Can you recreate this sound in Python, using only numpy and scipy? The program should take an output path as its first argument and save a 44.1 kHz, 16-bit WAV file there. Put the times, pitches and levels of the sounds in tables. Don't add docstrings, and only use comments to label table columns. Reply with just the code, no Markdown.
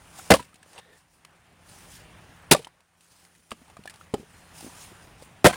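import sys
import numpy as np
from scipy import signal
from scipy.io import wavfile
from scipy.ndimage import uniform_filter1d

SR = 44100
rng = np.random.default_rng(int(sys.argv[2]) if len(sys.argv) > 2 else 0)


def makeup_ratio(level_db):
    decades = np.asarray(level_db, float) / 20
    return 10 ** decades


def wav_record(signal):
    frames = np.transpose(np.atleast_2d(signal))
    bounded = np.clip(frames, -1, 1)
    quanta = np.round(bounded * 32767).astype(np.int16)
    wavfile.write(sys.argv[1], SR, quanta)


N = 245183

# (time [s], relative force [dB], tearing [s], relative splinter crack [dB], pitch factor of the piece)
AXE_BLOWS = [(0.3042, 11.5, .004, -5.5, 0.98), (.307, 13.5, .016, 4, 1.15),
             (0.3386, -7.5, 0.0022, -11, 1.3), (0.346, -14, 0.002, -25, 1.3),
             (0.357, -25, 0.011, -43, 1.15), (2.513, 9, .013, 5.5, 1.0), (2.533, -12, .006, -16, 0.83),
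             (2.565, -30, 0.011, -37.5, 0.93), (5.445, 13, 0.019, 0, 1.07), (5.464, 8.5, .009, 0.5, 1.25),
             (5.481, -17.5, 0.0081, -30.5, 1.16), (5.492, -18, .02, -39, 1.78),
             (5.528, -24.5, 0.013, -30.5, 2.4)]
# (time [s], ring peak [dB], nominal pitch [Hz], relative click [dB], ring t60 before neighbours damp it [s])
PIECE_KNOCKS = [(.188, -36.5, 784, -45.5, .06), (.196, -36, 1410, -50.5, 0.015),
                (.335, -5.5, 310, -52.5, 0.027), (.341, -5.5, 569, -34, 0.036),
                (.394, -27, 998, -55, 0.077), (.403, -30.5, 257, -46, 0.033),
                (.53, -49, 1290, -71.5, 0.033), (.542, -47.5, 242, -51.5, .037),
                (0.556, -59, 755, -55.5, 0.044), (.629, -47, 1730, -51.5, .032),
                (.661, -47, 603, -73, 0.021), (.731, -66, 1760, -53.5, .03),
                (.779, -35.5, 2810, -48, 0.022), (.787, -43, 492, -47.5, 0.029),
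                (1.249, -43, 1210, -51, 0.011), (2.547, -10.5, 595, -23.5, 0.054),
                (2.593, -33, 471, -61, 0.067), (2.646, -31.5, 3110, -44.5, 0.015),
                (2.67, -32.5, 967, -52, 0.016), (2.805, -61, 903, -58.5, 0.012),
                (3.008, -61, 2898, -56.5, .012), (3.25, -51, 2020, -52.5, 0.015),
                (3.35, -54, 2000, -55, .015), (3.507, -48, 2830, -41.5, 0.012),
                (3.516, -27, 1234, -35, 0.021), (3.521, -26, 627, -58, 0.0095),
                (3.517, -26, 2900, -57.5, .005), (3.518, -31, 231.5, -54, 0.079),
                (3.615, -45, 261, -65, 0.084), (3.68, -49, 920, -63, 0.056),
                (3.699, -46, 840, -49.5, 0.027), (3.768, -38, 1216, -51.5, .02),
                (3.769, -37, 705, -64.5, 0.016), (3.791, -35, 210, -62, 0.051),
                (3.837, -48, 2740, -53.5, 0.018), (3.856, -30, 756, -44, 0.014),
                (3.875, -30, 1770, -37.5, 0.048), (3.897, -41, 2020, -35, 0.012),
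                (3.905, -48, 1520, -46, .012), (3.939, -50, 870, -44, 0.029),
                (3.958, -55, 835, -45.5, 0.028), (4.011, -39, 1355, -57, 0.017),
                (4.14, -16, 420, -33.5, 0.062), (4.138, -13, 247, -45, 0.033), (4.18, -38, 390, -62, 0.051),
                (4.197, -33.5, 234, -64.5, 0.065), (4.201, -42.5, 430, -58.5, 0.057),
                (4.229, -40.5, 427, -66, .043), (4.608, -41, 825, -44, 0.026),
                (4.627, -37, 325, -54.5, 0.041), (4.645, -30, 268, -51.5, 0.031),
                (4.664, -33, 322, -54, 0.039), (4.675, -36.5, 270, -63, 0.056),
                (4.917, -41.5, 370, -54, 0.05), (5.223, -36, 557, -47, 0.022),
                (5.496, -37, 2920, -35.5, .01), (5.53, -33, 1510, -40, 0.028),
                (5.539, -28, 1646, -36, 0.053)]
# (frequency [Hz], level [dB], undamped t60 [s])
WOOD_MODES = [(180, -12, 0.031), (421, 4.5, 0.049), (565, -11, 0.14), (699, -4, 0.03), (844, -1.5, .045),
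              (1000, -9.5, 0.013), (1290, -10.5, 0.063), (1386, -8.5, 0.032), (1770, -8.5, 0.052),
              (2377, -15.5, 0.051), (2970, -18, 0.024)]
# (frequency [Hz], relative level [dB])
SPLINTER_COLOUR = [(1000, -11), (2500, -1), (4500, -4), (6500, -9), (9500, -4), (12000, -19.5),
                   (16000, -21)]
# (frequency [Hz], t60 [s])
ECHO_DECAY = [(100, 0.27), (400, 0.065), (1500, 0.087), (4000, 0.14), (10000, 0.063)]
# (frequency [Hz], relative density [dB/Hz])
MURMUR_COLOUR = [(15, -45), (25, -19), (76, -6.5), (349, -14), (483, -15), (787, -11.5), (1360, -15.5),
                 (1640, -14.5), (2090, -17), (2820, -19.5), (4600, -30.5), (11900, -48), (16500, -50)]
# (frequency [Hz], relative density [dB/Hz])
RUSTLE_COLOUR = [(1470, -36), (2500, 0), (4010, -1.5), (4930, 1.5), (8430, 1), (9270, 6), (12000, -11),
                 (15100, -3.5), (16100, -11.5), (16500, -38.5)]
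# (mean frequency [Hz], peak relative to that curve [dB])
HUM_PARTIALS = [(84, -9), (168, -5.5)]
# (frequency [Hz], relative density [dB/Hz])
SCRAPE_COLOUR = [(180, -43.5), (300, -9), (384, 2), (1660, 0), (2770, -2), (4400, -7.5), (9370, -11),
                 (12000, -35), (15600, -60), (22000, -120)]
# (start [s], length [s], frequency [Hz], bandwidth [Hz], level before fades [dB])
THIN_SQUEAKS = [(.795, .2, 1803, 90, -64), (.85, .12, 470, 120, -62), (.8, .16, 3660, 250, -71),
                (4.322, .21, 4230, 25, -72)]
# (time [s], relative distant murmur [dB], relative breeze on the microphone [dB])
YARD_LEVELS = [(0, -58, -51.5), (.29, -51, -60), (.52, -62, -77), (.79, -60, -69), (1.12, -69, -63.5),
               (1.28, -61.5, -66.5), (1.6, -61, -58), (1.72, -55.5, -54.5), (2.08, -54, -50.5),
               (2.5, -55.5, -52), (2.62, -61.5, -68.5), (2.87, -70.5, -74), (3.0, -67, -77.5),
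               (3.25, -62, -85), (3.45, -68.5, -68.5), (3.62, -60.5, -59), (3.87, -58.5, -58),
               (4.45, -57, -57), (4.6, -51.5, -58), (5.1, -55, -51.5), (5.43, -57.5, -54.5),
               (5.56, -41.5, -52)]
# (start [s], hold [s], relative level [dB])
MOVEMENTS = [(.1, .05, -63), (.19, 0.015, -51.5), (0, 0.08, -68), (0.256, 0.11, -57.5), (.4, 0.038, -66.5),
             (0.694, 0.048, -65), (0.954, .03, -67.5), (1.131, .02, -70.5), (1.698, 0.13, -59),
             (1.92, 0.034, -54), (3.02, 0.04, -69.5), (3.116, 0.14, -65.5), (3.33, 0.3, -71.5),
             (3.632, 0.34, -76.5), (4.3, 0.18, -68.5), (4.004, 0.021, -65.5), (4.187, .02, -64.5),
             (4.577, 0.073, -53.5), (4.68, 0.11, -60), (4.79, .06, -54), (4.904, 0.14, -65),
             (5.223, 0.016, -62.5), (5.526, .05, -56)]

WOOD_HZ = 430


def evened(x):
    return x / np.sqrt(np.mean(x ** 2) + 1e-20)


def read(points, hz):
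    f, value = np.transpose(points)
    return np.interp(np.log(hz + 1), np.log(f + 1), value)


def add(mix, s, sound):
    part = mix[round(s * SR):][:len(sound)]
    part += sound[:len(part)]


def curve(rows, column):
    rows = np.array(rows)
    return np.interp(np.arange(N) / SR, rows[:, 0], rows[:, column])


def coloured(spectrum, patchy_db, flicker_db):
    frames, hz = N // 128 + 5, np.fft.rfftfreq(512, 1 / SR)
    real, imaginary, patches = rng.standard_normal((frames, 257, 3)).T
    patches = uniform_filter1d(patches, 8, 0)
    patches = evened(uniform_filter1d(patches, 20, 1))
    flicker = evened(uniform_filter1d(rng.standard_normal(frames), 3))
    level_db = read(spectrum, hz)[:, None] + patchy_db * patches + flicker_db * flicker
    bins = (real + 1j * imaginary) * makeup_ratio(level_db)
    return evened(signal.istft(bins, nperseg=512, noverlap=384)[1][:N])


def wood(factor, damping=1):
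    t = np.arange(round(.15 * SR)) / SR
    ring = np.zeros(len(t))
    for hz, db, t60 in WOOD_MODES:
        ring += makeup_ratio(db - 60 * t / (t60 * damping)) * np.sin(2 * np.pi * hz * factor * t)
    return ring


def struck(factor, damping, reach):
    lowpass = signal.butter(4, reach * WOOD_HZ * factor, fs=SR, output="sos")
    return signal.sosfilt(lowpass, wood(factor, damping))


def axe(splinters):
    out = np.zeros(N)
    t = np.arange(round(.15 * SR)) / SR
    for s, force_db, tear, crack_db, factor in AXE_BLOWS:
        at = round(s * SR)
        hits = rng.standard_normal(len(t)) * (rng.random(len(t)) < 2500 / SR)
        jolts = hits * (t < tear) * 0.6
        jolts[0] = -1
        reach = 2.5 * makeup_ratio(.4 * (force_db + 29.5))
        ring = signal.fftconvolve(jolts, struck(factor, .4, min(reach, 14)))
        add(out, s, makeup_ratio(force_db - 14.0) * ring)
        snap = np.exp(-t / 0.0036) + 0.26 * np.exp(-np.maximum(t - tear, 0) / 0.0023)
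        settling = makeup_ratio(-33.5) * np.exp(-t / .04)
        add(out, s, makeup_ratio(crack_db - 4.5) * (snap + settling) * splinters[at - 8000:][:len(t)])
        touch = np.linspace(.3, 1, 110) * splinters[at:][:110]
        add(out, s - .0025, makeup_ratio(crack_db - 22.5) * touch)
    return signal.lfilter(*signal.butter(2, 110, "high", fs=SR), out)


def pieces(splinters):
    out = np.zeros(N)
    t = np.arange(round(.15 * SR)) / SR
    swell = (1 - np.exp(-t / 0.0007)) * np.exp(-t / 0.0044)
    for s, peak_db, hz, click_db, t60 in PIECE_KNOCKS:
        t60 = max(t60, .005)
        reach = 1.45 + 550 / hz * makeup_ratio(0.84 * (peak_db + 14))
        ring = struck(hz / WOOD_HZ, t60 / WOOD_MODES[1][2], reach)
        ring = ring * (1 - np.exp(-t / 0.0018))
        ring = ring * makeup_ratio(-35 * t / t60)
        add(out, s, makeup_ratio(peak_db) * ring / abs(ring).max())
        grains = splinters[round(s * SR):][:len(t)]
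        add(out, s, makeup_ratio(click_db + 2.0) * swell[:len(grains)] * grains)
    return out


def drag():
    t = np.arange(N) / SR - .786
    swell_db = 266 * t
    stop_db = -1800 * (t - .01)
    scrape = coloured(SCRAPE_COLOUR, patchy_db=2.5, flicker_db=2.5)
    out = makeup_ratio(-45 + np.minimum(swell_db, stop_db)) * scrape
    for start, length, hz, width, db in THIN_SQUEAKS:
        n = round(length * SR)
        band = signal.butter(1, [hz - width / 2, hz + width / 2], "band", fs=SR, output="sos")
        tone = evened(signal.sosfilt(band, rng.standard_normal(n)))
        add(out, start, makeup_ratio(db) * tone * signal.windows.tukey(n, .2))
    return out


def echo(x):
    taps = np.zeros(SR // 2)
    at = np.arange(200, SR // 2 - 20, 20)
    taps[at + rng.integers(0, 20, len(at))] = rng.choice([-1., 1.], len(at))
    hz, t, bins = signal.stft(taps, SR, nperseg=256)
    decay_db = -60 * t / read(ECHO_DECAY, hz)[:, None]
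    tail = signal.istft(bins * makeup_ratio(decay_db), SR, nperseg=256)[1]
    return signal.fftconvolve(x, tail / np.linalg.norm(tail))[:N]


def stirring():
    t = np.arange(N) / SR
    power = makeup_ratio(curve(YARD_LEVELS, 1) - 15) ** 2
    for start, hold, db in MOVEMENTS:
        rise_db = 220 * np.maximum(start - t, 0)
        fall_db = 189 * np.maximum(t - start - hold, 0)
        power += makeup_ratio(db - (rise_db + fall_db)) ** 2
    return np.sqrt(power)


def rustle():
    ticks_per_s, tick_db, tick_s = 9.7, -5, 0.0022
    ticks = (rng.random(N) < ticks_per_s / SR) * makeup_ratio(tick_db) * rng.exponential(1, N)
    ticks = signal.lfilter([1], [1, -np.exp(-1 / (tick_s * SR))], ticks)
    return makeup_ratio(2.5) * stirring() * (1 + ticks) * coloured(RUSTLE_COLOUR, patchy_db=2.0, flicker_db=1.22)


def murmur():
    waver = 1 + 0.018 * evened(uniform_filter1d(rng.standard_normal(N), 6000))
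    hum = np.zeros(N)
    for hz, db in HUM_PARTIALS:
        hum += makeup_ratio(db) * np.sin(2 * np.pi * hz * np.cumsum(waver) / SR)
    noise = makeup_ratio(0.5) * coloured(MURMUR_COLOUR, patchy_db=1.5, flicker_db=0.76)
    return makeup_ratio(curve(YARD_LEVELS, 1)) * (noise + hum)


def breeze():
    band = signal.butter(2, [35, 120], "band", fs=SR, output="sos")
    gusts = evened(signal.sosfilt(band, rng.standard_normal(N)))
    return makeup_ratio(curve(YARD_LEVELS, 2) - 3) * gusts


def scene():
    splinters = coloured(SPLINTER_COLOUR, patchy_db=1.0, flicker_db=3.5)
    blows, knocks = axe(splinters), pieces(splinters)
    echoes = makeup_ratio(-27) * echo(blows) + makeup_ratio(-19.0) * echo(knocks)
    yard = murmur() + rustle() + breeze()
    return (blows + knocks + echoes + drag() + yard)[None]


def top_cut(x):
    return signal.sosfilt(signal.butter(12, 16850, fs=SR, output="sos"), x)


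def record(dry):
    hiss_db, ceiling_db = -78.5, -6.5
    loud = dry + makeup_ratio(hiss_db) * coloured(RUSTLE_COLOUR, patchy_db=1.0, flicker_db=0.0)
    flat = loud / (1 + abs(loud / makeup_ratio(ceiling_db)) ** 4) ** (1 / 4)
    bass_cut = signal.lfilter(*signal.butter(1, 75, "high", fs=SR), flat)
    treble = signal.lfilter(*signal.butter(1, 4000, "high", fs=SR), bass_cut)
    finished = bass_cut + 0.27 * treble
    return top_cut(finished)


dry = scene()
out = record(dry)
wav_record(out)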